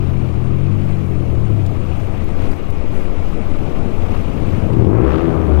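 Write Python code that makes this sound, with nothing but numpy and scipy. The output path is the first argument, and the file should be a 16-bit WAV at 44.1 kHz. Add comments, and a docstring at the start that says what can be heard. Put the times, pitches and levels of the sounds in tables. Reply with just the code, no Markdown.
"""Motorcycle revved in an underpass

A single-cylinder motorcycle coasts down to idle into an underpass, then is revved hard.
A helmet microphone, wired to the left channel only, hears exhaust blows ringing two resonators, engine
orders as steady tones, rasping gas, echo off concrete, shaped-noise wind and road, and metal rattles."""
import sys
import numpy as np
from scipy import signal
from scipy.io import wavfile
from scipy.ndimage import uniform_filter1d, map_coordinates

SR = 44100
rng = np.random.default_rng(int(sys.argv[2]) if len(sys.argv) > 2 else 0)


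def generate_wav(signal):
    """Clip the signal to [-1, 1] and save it as 16-bit WAV at the path in sys.argv[1]."""
    frames = np.transpose(np.atleast_2d(signal))
    scaled = np.clip(frames, -1, 1) * 32767
    pcm = np.round(scaled).astype(np.int16)
    wavfile.write(sys.argv[1], SR, pcm)


N = 246959


def gain_of(db):
    """dB to gain."""
    return 10 ** (np.asarray(db) / 20)


def evened(x):
    """Scales to rms 1."""
    return x / np.sqrt(np.mean(x ** 2) + 1e-20)


def read(points, hz):
    """Reads a spectrum table on a log-frequency axis."""
    f, value = np.transpose(points)
    return np.interp(np.log(hz + 1), np.log(f + 1), value)


def curves(rows):
    """Each column of a time table, sample by sample."""
    s, *columns = np.transpose(rows)
    return [np.interp(np.arange(N) / SR, s, c) for c in columns]


def noise(spectrum, size, patchy_db=0, flicker_db=0):
    """Random short-time spectra, rms 1, with drifting patches and a flicker shared by all bins."""
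    frames, hz = 4 * N // size + 5, np.fft.rfftfreq(size, 1 / SR)
    a, b, patches = rng.standard_normal((frames, len(hz), 3)).T
    patches = uniform_filter1d(patches, size=9, axis=0)
    patches = evened(uniform_filter1d(patches, size=7, axis=1))
    flicker = evened(uniform_filter1d(rng.standard_normal(frames), size=3))
    level_db = read(spectrum, hz)[:, None] + patchy_db * patches + flicker_db * flicker
    z = (a + 1j * b) * gain_of(level_db)
    return evened(signal.istft(z, nperseg=size, noverlap=size - size // 4)[1][:N])


def chamber_answer():
    """Minimum-phase answer of the big chamber to one blow, suction first, unit energy."""
    # booming chamber, open end radiates no deep bass: freq_hz, relative_db
    chamber = [(20, -55.5), (47, -8.5), (62, -6.5), (78, 2), (92, 4), (108, -5), (125, -3), (150, -8),
               (185, -8), (240, -16.5), (400, -27), (900, -52), (4000, -120)]
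    log_gain = read(chamber, abs(np.fft.fftfreq(2 ** 16, 1 / SR))) / 20 * np.log(10)
    minimum_phase = np.exp(np.conj(signal.hilbert(log_gain)))
    out = -np.fft.ifft(minimum_phase).real[:SR // 5]
    return out / np.linalg.norm(out)


def tail_pipe_answer():
    """Bark of the tail pipe to one blow: suction first, every mode dying at its width, unit energy."""
    # tail pipe modes: freq_hz, width_hz, relative_db
    modes = [(168, 26, -14), (239, 36, 4.5), (311, 58, 9.5), (366, 49, 3), (491, 10, 2), (650, 45, -8),
             (980, 95, -13), (1170, 60, -22), (1500, 49, -28)]
    rise_s = .00073
    t = np.arange(round(SR / 8)) / SR
    out = np.zeros(len(t))
    for hz, width_hz, db in modes:
        decay = np.exp(-np.pi * width_hz * t)
        out -= gain_of(db) * width_hz * decay * np.sin(2 * np.pi * hz * t + 1.93)
    out *= 1 - np.exp(-(t / rise_s) ** 2)
    out = signal.sosfilt(signal.butter(2, 110, "high", fs=SR, output="sos"), out)
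    return out / np.linalg.norm(out)


def blows(turns, hz, throttle, strength_db, steady):
    """One blow per firing, uneven in time and size, rings chamber (boom) and tail pipe (bark)."""
    # slow running fires less evenly: firing_hz, size_db, timing_cycles
    uneven = [(10, 2.5, .04), (20, 1.2, .015), (45, .6, .008), (85, .8, .008)]
    boom_shut_db, boom_open_db, boom_merged_db = -28, -26.5, -20
    bark_shut_db, bark_open_db, bark_merged_db = -37, -29, -14
    # merged: drop of the single blows inside the note
    boom_db = boom_shut_db + (boom_open_db - boom_shut_db) * throttle + strength_db + boom_merged_db * steady
    bark_db = bark_shut_db + (bark_open_db - bark_shut_db) * throttle + strength_db + bark_merged_db * steady
    at = np.flatnonzero(np.diff(np.floor(turns)))
    rate_hz, size_db, timing_cycles = np.transpose(uneven)
    late, size, bite = rng.standard_normal((3, len(at)))
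    size_db = np.interp(hz[at], rate_hz, size_db)
    delay = np.interp(hz[at], rate_hz, timing_cycles) * late * SR / hz[at]
    at = np.clip(at + delay.astype(int), 0, N - 1)
    same_rms = np.sqrt(SR / hz[at])  # slower firing, same rms
    boom, bark = np.zeros((2, N))
    boom[at] = gain_of(boom_db[at] + size_db * size) * same_rms
    bark[at] = gain_of(bark_db[at] + size_db * (size + bite)) * same_rms
    boom = signal.oaconvolve(boom, chamber_answer())[:N]
    return boom + signal.oaconvolve(bark, tail_pipe_answer())[:N]


def order_tones(turns, hz, throttle):
    """Low engine orders as steady tones, set by throttle and pitch, each wandering in level."""
    # exhaust gain on an order by its pitch, throttle shut and open: freq_hz, level_db
    note_shut, note_open = [(45, -35), (62, -42.5), (80, -21.5), (100, -20.5), (130, -22), (160, -26.5),
                            (200, -25), (270, -35), (340, -21), (410, -33.5), (600, -49)], [(35, -32), (55, -26), (62, -26), (68, -17), (74, -13.5),
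                                               (79, -16), (81.5, -30), (85, -28), (93, -17), (112, -16),
                                               (128, -22), (150, -28), (168, -24), (240, -32), (280, -28),
                                               (300, -25), (312, -22), (324, -22), (334, -18), (345, -25),
                                               (370, -21), (410, -26), (450, -31), (490, -26), (530, -35),
                                               (580, -38), (660, -35), (760, -43), (900, -44), (1080, -45),
                                               (1180, -38), (1270, -48), (1500, -56)]
    # soft blows of a shut throttle, weak high orders, one entry per order from 1: level_db
    order_shut_db = [-11, 0.5, 1, -4.5, -7.5, -14, -16, -17, -15, -18, -18, -19, -20, -22, -24, -26]
    # lag behind the firing, open throttle, one entry per order from 1: lag_cycles (of that order)
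    open_lags = [0.051, 0.101, 0.249, 0.451, .6, .7, .85, 0.949, 1.1, 1.2, 1.3, 1.4, 1.5, 1.6, 1.7, 1.8]
    # lag = a + b k + c k^2, throttle shut, pipe spreads the orders: a_cycles, b_cycles, c_cycles
    shut_lag = (.5, .375, -.125)
    wander_shut_db, wander_open_db, wander_s = .7, 2.8, .07
    drift_cycles, drift_s = .22, .16
    t, out = np.arange(N) / SR, np.zeros(N)
    wide = np.interp(throttle, (.4, .55), (0, 1))
    loose = drift_cycles * np.interp(hz, (58, 80), (0, 1))  # fast running: orders slide apart
    wander_db = np.interp(throttle, (0, 1), (wander_shut_db, wander_open_db))
    for k, (open_lag, soft_db) in enumerate(zip(open_lags, order_shut_db), 1):
        wander = map_coordinates(rng.standard_normal(200), [t / wander_s], order=1)
        drift = map_coordinates(rng.standard_normal(60), [t / drift_s], order=1)
        shut_db = read(note_shut, k * hz) + soft_db
        open_db = read(note_open, k * hz)
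        db = (1 - throttle) * shut_db + throttle * open_db + wander_db * wander
        lag = (1 - wide) * (np.polyval(shut_lag[::-1], k) % 1) + wide * open_lag + loose * drift
        out -= np.sqrt(2) * gain_of(db) * np.cos(2 * np.pi * (k * turns - lag))
    return out


def escaping_gas(turns, hz):
    """Noise gated by a decaying puff per firing and a weaker one thrown back by the pipe."""
    # gas levels: start_s, rasp_db, bright_spit_db
    gas = [(0, -74, -90), (2.7, -69, -90), (4.4, -65, -72), (4.75, -45, -50), (4.85, -52, -48),
           (4.95, -35.5, -55), (5.05, -33, -42), (5.15, -34.5, -35), (5.25, -36, -40.5), (5.38, -38, -45),
           (5.48, -40.5, -45.5), (5.6, -41, -44)]
    # rasp spectrum: freq_hz, relative_db
    rasp_spectrum = [(150, -47), (400, -36), (700, 16.5), (1200, 20.5), (1800, 9), (2500, 6), (3300, -27),
                     (4200, -25), (6000, -39), (9000, -33), (16000, -92)]
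    # bright spit spectrum: freq_hz, relative_db
    spit_spectrum = [(600, -25), (1100, 4.5), (1600, -5), (2200, -8), (3200, -10), (4000, -20),
                     (5500, -27.5), (9000, -47)]
    puff_s, steady_flow = .003, .3
    second_puff, second_puff_s = .35, .008
    since_s = (turns % 1) / hz
    late_s = since_s - second_puff_s
    late_puff = (late_s > 0) * np.exp(-late_s.clip(min=0) / puff_s)
    puffs = np.exp(-since_s / puff_s) + second_puff * late_puff
    gate = steady_flow + uniform_filter1d(puffs, size=60)
    gate = gate / np.sqrt(uniform_filter1d(gate ** 2, size=4096))
    rasp_db, spit_db = curves(gas)
    rasp = gain_of(rasp_db) * gate * noise(rasp_spectrum, size=256, flicker_db=1.2)
    spit = gain_of(spit_db) * gate ** 1.4 * noise(spit_spectrum, size=256, patchy_db=1, flicker_db=.4)
    return rasp + spit


def exhaust():
    """Firing phase drives blows and gas; fast blows merge into steady order tones."""
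    # coasting down, idling, revving: start_s, firing_hz
    speed = [(0, 46.9), (.1, 44.9), (.35, 39.3), (.54, 43.6), (.65, 47.2), (.75, 49.4), (.95, 48),
             (1.15, 43.7), (1.38, 37.7), (1.77, 29.6), (2.13, 22.3), (2.45, 18.1), (2.7, 12.4), (3.3, 9.8),
             (4.1, 13.5), (4.3, 10.4), (4.52, 19.3), (4.68, 26), (4.75, 32.5), (4.9, 48), (5.12, 75.6),
             (5.2, 83.2), (5.26, 82.9), (5.36, 80.5), (5.55, 73.6)]
    # start_s, throttle (0-1), blow_strength_db
    effort = [(0, 0.1, -1), (.35, 0.07, -3), (.6, 0.14, 0), (1.0, 0.18, -2.5), (1.5, 0.29, -1.5),
              (2.0, 0, -3.5), (2.3, 0, -1), (2.5, 0.1, -7), (2.7, 0.35, -12.5), (3.4, 0.28, -12),
              (4.05, 0, 0), (4.28, 0, -10.5), (4.43, 0.17, 3.5), (4.56, 0.2, 6), (4.62, .55, 4),
              (4.67, .7, 6), (4.75, .74, 2.5), (4.82, .78, -.5), (4.9, .86, -1), (4.98, 0.88, 0),
              (5.08, 1, -2.5), (5.19, 1, -6.5), (5.28, 0.82, 1.5), (5.42, 1, -7), (5.6, 0.84, -3)]
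    shut_merge_hz, open_merge_hz, merge_span_hz = 14, 32, 9  # merging starts here, over this span
    first_firing = .3  # share of a cycle already gone at the start
    hz, throttle, strength_db = curves(speed) + curves(effort)
    merge_hz = np.interp(throttle, (0, 1), (shut_merge_hz, open_merge_hz))
    steady = np.clip((hz - merge_hz) / merge_span_hz, 0, 1)
    turns = first_firing + np.cumsum(hz) / SR
    tones = steady * gain_of(strength_db) * order_tones(turns, hz, throttle)
    return blows(turns, hz, throttle, strength_db, steady) + escaping_gas(turns, hz) + tones


def concrete_tail():
    """Sparse taps of random sign, each band dying at its own speed, unit energy."""
    # concrete decay: freq_hz, t60_s
    concrete = [(60, 0.53), (300, 1), (1000, 0.21), (4000, 0.12)]
    taps = np.zeros(SR)
    at = np.arange(500, SR - 22, 22)
    taps[at + rng.integers(0, 22, len(at))] = rng.choice([-1., 1.], len(at))
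    hz, t, z = signal.stft(taps, SR, nperseg=1024)
    decay_db = -60 * t / read(concrete, hz)[:, None]
    out = signal.istft(z * gain_of(decay_db), SR, nperseg=1024)[1]
    return out / np.linalg.norm(out)


def underpass(x):
    """The rider moves, so the echo pattern keeps changing: three tails take turns."""
    # walls, then the roof closes in: start_s, echo_db
    echo = [(0, -27), (2.4, -24), (2.8, -12), (4.5, -13), (5.1, -18), (5.6, -17)]
    t, out = np.arange(N) / SR, np.zeros(N)
    x = x * gain_of(curves(echo)[0])
    for k in range(3):
        turn = np.sqrt(2 / 3) * np.cos(np.pi * (1.5 * t + k / 3))
        out += signal.fftconvolve(x * turn, concrete_tail())[:N]
    return out


def buffet():
    """Short separate gusts push the wind cover, which yields only so far and evens the lumps."""
    # gust spectrum: freq_hz, relative_db
    gust_spectrum = [(1, -5), (3, 30), (7, 30.5), (11, 34.5), (16, -11), (25, -4), (100, -61), (1000, -150)]
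    even_s, squash = .35, 1.1
    x = noise(gust_spectrum, size=16384)
    x = x / np.sqrt(uniform_filter1d(x ** 2, size=round(even_s * SR)) + .05)  # gusts of like strength
    return evened(np.tanh(squash * x))


def air():
    """Lumpy wind on the microphone, road and traffic roar, hiss and fizz, all shaped noise."""
    # start_s, buffet_db, wind_rumble_db, road_roar_db, tyre_wind_hiss_db, treble_fizz_db
    levels = [(0, -26.5, -24, -28.5, -44, -62.5), (.2, -23, -36, -27.5, -44.5, -61.5),
              (.55, -25, -32, -30, -45, -64), (1.1, -25, -32, -29.5, -45.5, -60.5),
              (1.35, -23, -28, -27.5, -45, -61), (1.8, -25.5, -29, -28, -44.5, -61),
              (2.2, -22, -26, -28, -43.5, -61), (2.7, -19.5, -28.5, -28, -44, -62),
              (3.1, -19.5, -25.5, -27.5, -43, -61), (3.8, -19, -29, -25, -42, -60.5),
              (4.1, -23, -23.5, -26.5, -43.5, -60.5), (4.55, -24.5, -27, -24, -41, -58.5),
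              (4.9, -26, -40, -22.5, -47, -64), (5.25, -30, -48, -21.5, -49, -61),
              (5.6, -41, -34, -20.5, -45, -60.5)]
    # brief swells: centre_s, half_length_s, fizz_rise_db, other_air_rise_db
    swells = [(.7, 0.15, .5, 0.37), (.9, 0.052, 2, 2.6), (2.0, 0.061, 2.2, 0.16), (2.44, 0.07, 4.5, 3.9),
              (2.52, 0.024, 5.6, 0.44), (2.98, 0.056, 5.6, 1.3), (3.27, 0.038, 2.7, 0.64),
              (4.02, 0.027, 1.314, 1.6), (4.15, 0.074, 2.98, 3.4), (5.13, 0.051, 1.8, 0.64)]
    # spectra of the four noises: freq_hz, relative_db
    rumble_spectrum = [(8, 14.5), (18, -12), (30, 8.5), (45, 7.5), (60, -5.5), (80, 11), (150, -29),
                       (1500, -120)]
    roar_spectrum = [(20, -33), (50, -4), (80, 4), (120, -3), (200, -2.5), (290, -4), (400, -7),
                     (620, -12.5), (900, -19), (1500, -34), (2500, -75), (10000, -110)]
    hiss_spectrum = [(200, -63), (600, -12), (900, -7.5), (1150, 10.5), (1350, 3.5), (1700, -1),
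                     (2350, 2.5), (3000, -3), (3600, -8.5), (4500, -13), (6000, -20), (8000, -30.5),
                     (16000, -73)]
    fizz_spectrum = [(1000, -50), (3000, -20), (6000, 0), (8000, -2), (10000, -4), (12500, -5), (16000, -8)]
    buffet_db, rumble_db, roar_db, hiss_db, fizz_db = curves(levels)
    s, half_s, fizz_rise_db, low_rise_db = np.transpose(swells)
    humps = np.exp(-((np.arange(N)[:, None] / SR - s) / half_s) ** 2)
    low = gain_of(buffet_db) * buffet()
    low += gain_of(rumble_db) * noise(rumble_spectrum, size=4096)
    low += gain_of(roar_db) * noise(roar_spectrum, size=1024, patchy_db=1.03, flicker_db=.2)
    low += gain_of(hiss_db) * noise(hiss_spectrum, size=512, patchy_db=1.12, flicker_db=1)
    fizz = noise(fizz_spectrum, size=256, patchy_db=1, flicker_db=.8)
    return gain_of(humps @ low_rise_db) * low + gain_of(fizz_db + humps @ fizz_rise_db) * fizz


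def rattles():
    """Each knock is a burst of broad crack and a short ring of one small metal part."""
    # small parts knock: start_s, crack_db, dullness (0-1), ring_hz, ring_db, t60_s
    knocks = [(.85, -47, .2, 7970, -52, 0.018), (0.906, -54, .2, 8000, -49, 0.028),
              (1.6622, -25, .56, 7400, -44, 0.022), (1.9, -56, .2, 6920, -54, 0.033),
              (2.24, -45, 0.2, 11900, -53, 0.032), (2.515, -44, .2, 4700, -43, .03),
              (2.563, -58, .1, 12600, -43, 0.014), (2.702, -44, .1, 12400, -44, 0.026),
              (4.732, -46, .2, 4580, -45, 0.024)]
    out, t = np.zeros(N), np.arange(SR // 10) / SR
    for s, crack_db, dull, hz, ring_db, t60_s in knocks:
        crack = signal.lfilter([1, -1], [1, -.88], rng.standard_normal(len(t)))
        crack = signal.lfilter([(1 - dull) ** 2], [1, -2 * dull, dull ** 2], gain_of(crack_db) * crack)
        knock = crack + gain_of(ring_db) * np.sin(2 * np.pi * hz * t)
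        envelope = gain_of(-60 * t / t60_s) * (1 - np.exp(-t / .001))
        out[round(s * SR):][:len(t)] += knock * envelope
    return out


def scene():
    """All sources add up at one microphone, at twice their set levels."""
    engine = exhaust()
    sound = engine + underpass(engine) + air() + rattles()
    return np.array([2 * sound, 0 * sound])  # the right input is unplugged


def record(dry):
    """Capsule chokes twice at full throttle; input blocks steady pressure, rounds peaks, limits band."""
    # overloaded capsule loses its treble: centre_s, half_length_s
    chokes = [(5.1497, .0012), (5.17, .0019)]
    choked_hz, block_hz, peak, edge_hz = 400, 1.5, 1.2, 15770
    s, half_s = np.transpose(chokes)
    choke = np.exp(-((np.arange(N)[:, None] / SR - s) / half_s) ** 4).sum(axis=1)
    dull = signal.sosfiltfilt(signal.butter(2, choked_hz, fs=SR, output="sos"), dry)
    choked = dry + choke * (dull - dry)
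    passed = signal.lfilter([1, -1], [1, -np.exp(-2 * np.pi * block_hz / SR)], choked)
    soft = peak * np.tanh(passed / peak)
    band = signal.firwin(4095, edge_hz, window=("kaiser", 12), fs=SR)
    return signal.oaconvolve(soft, band[None], "same")


dry = scene()
out = record(dry)
generate_wav(out)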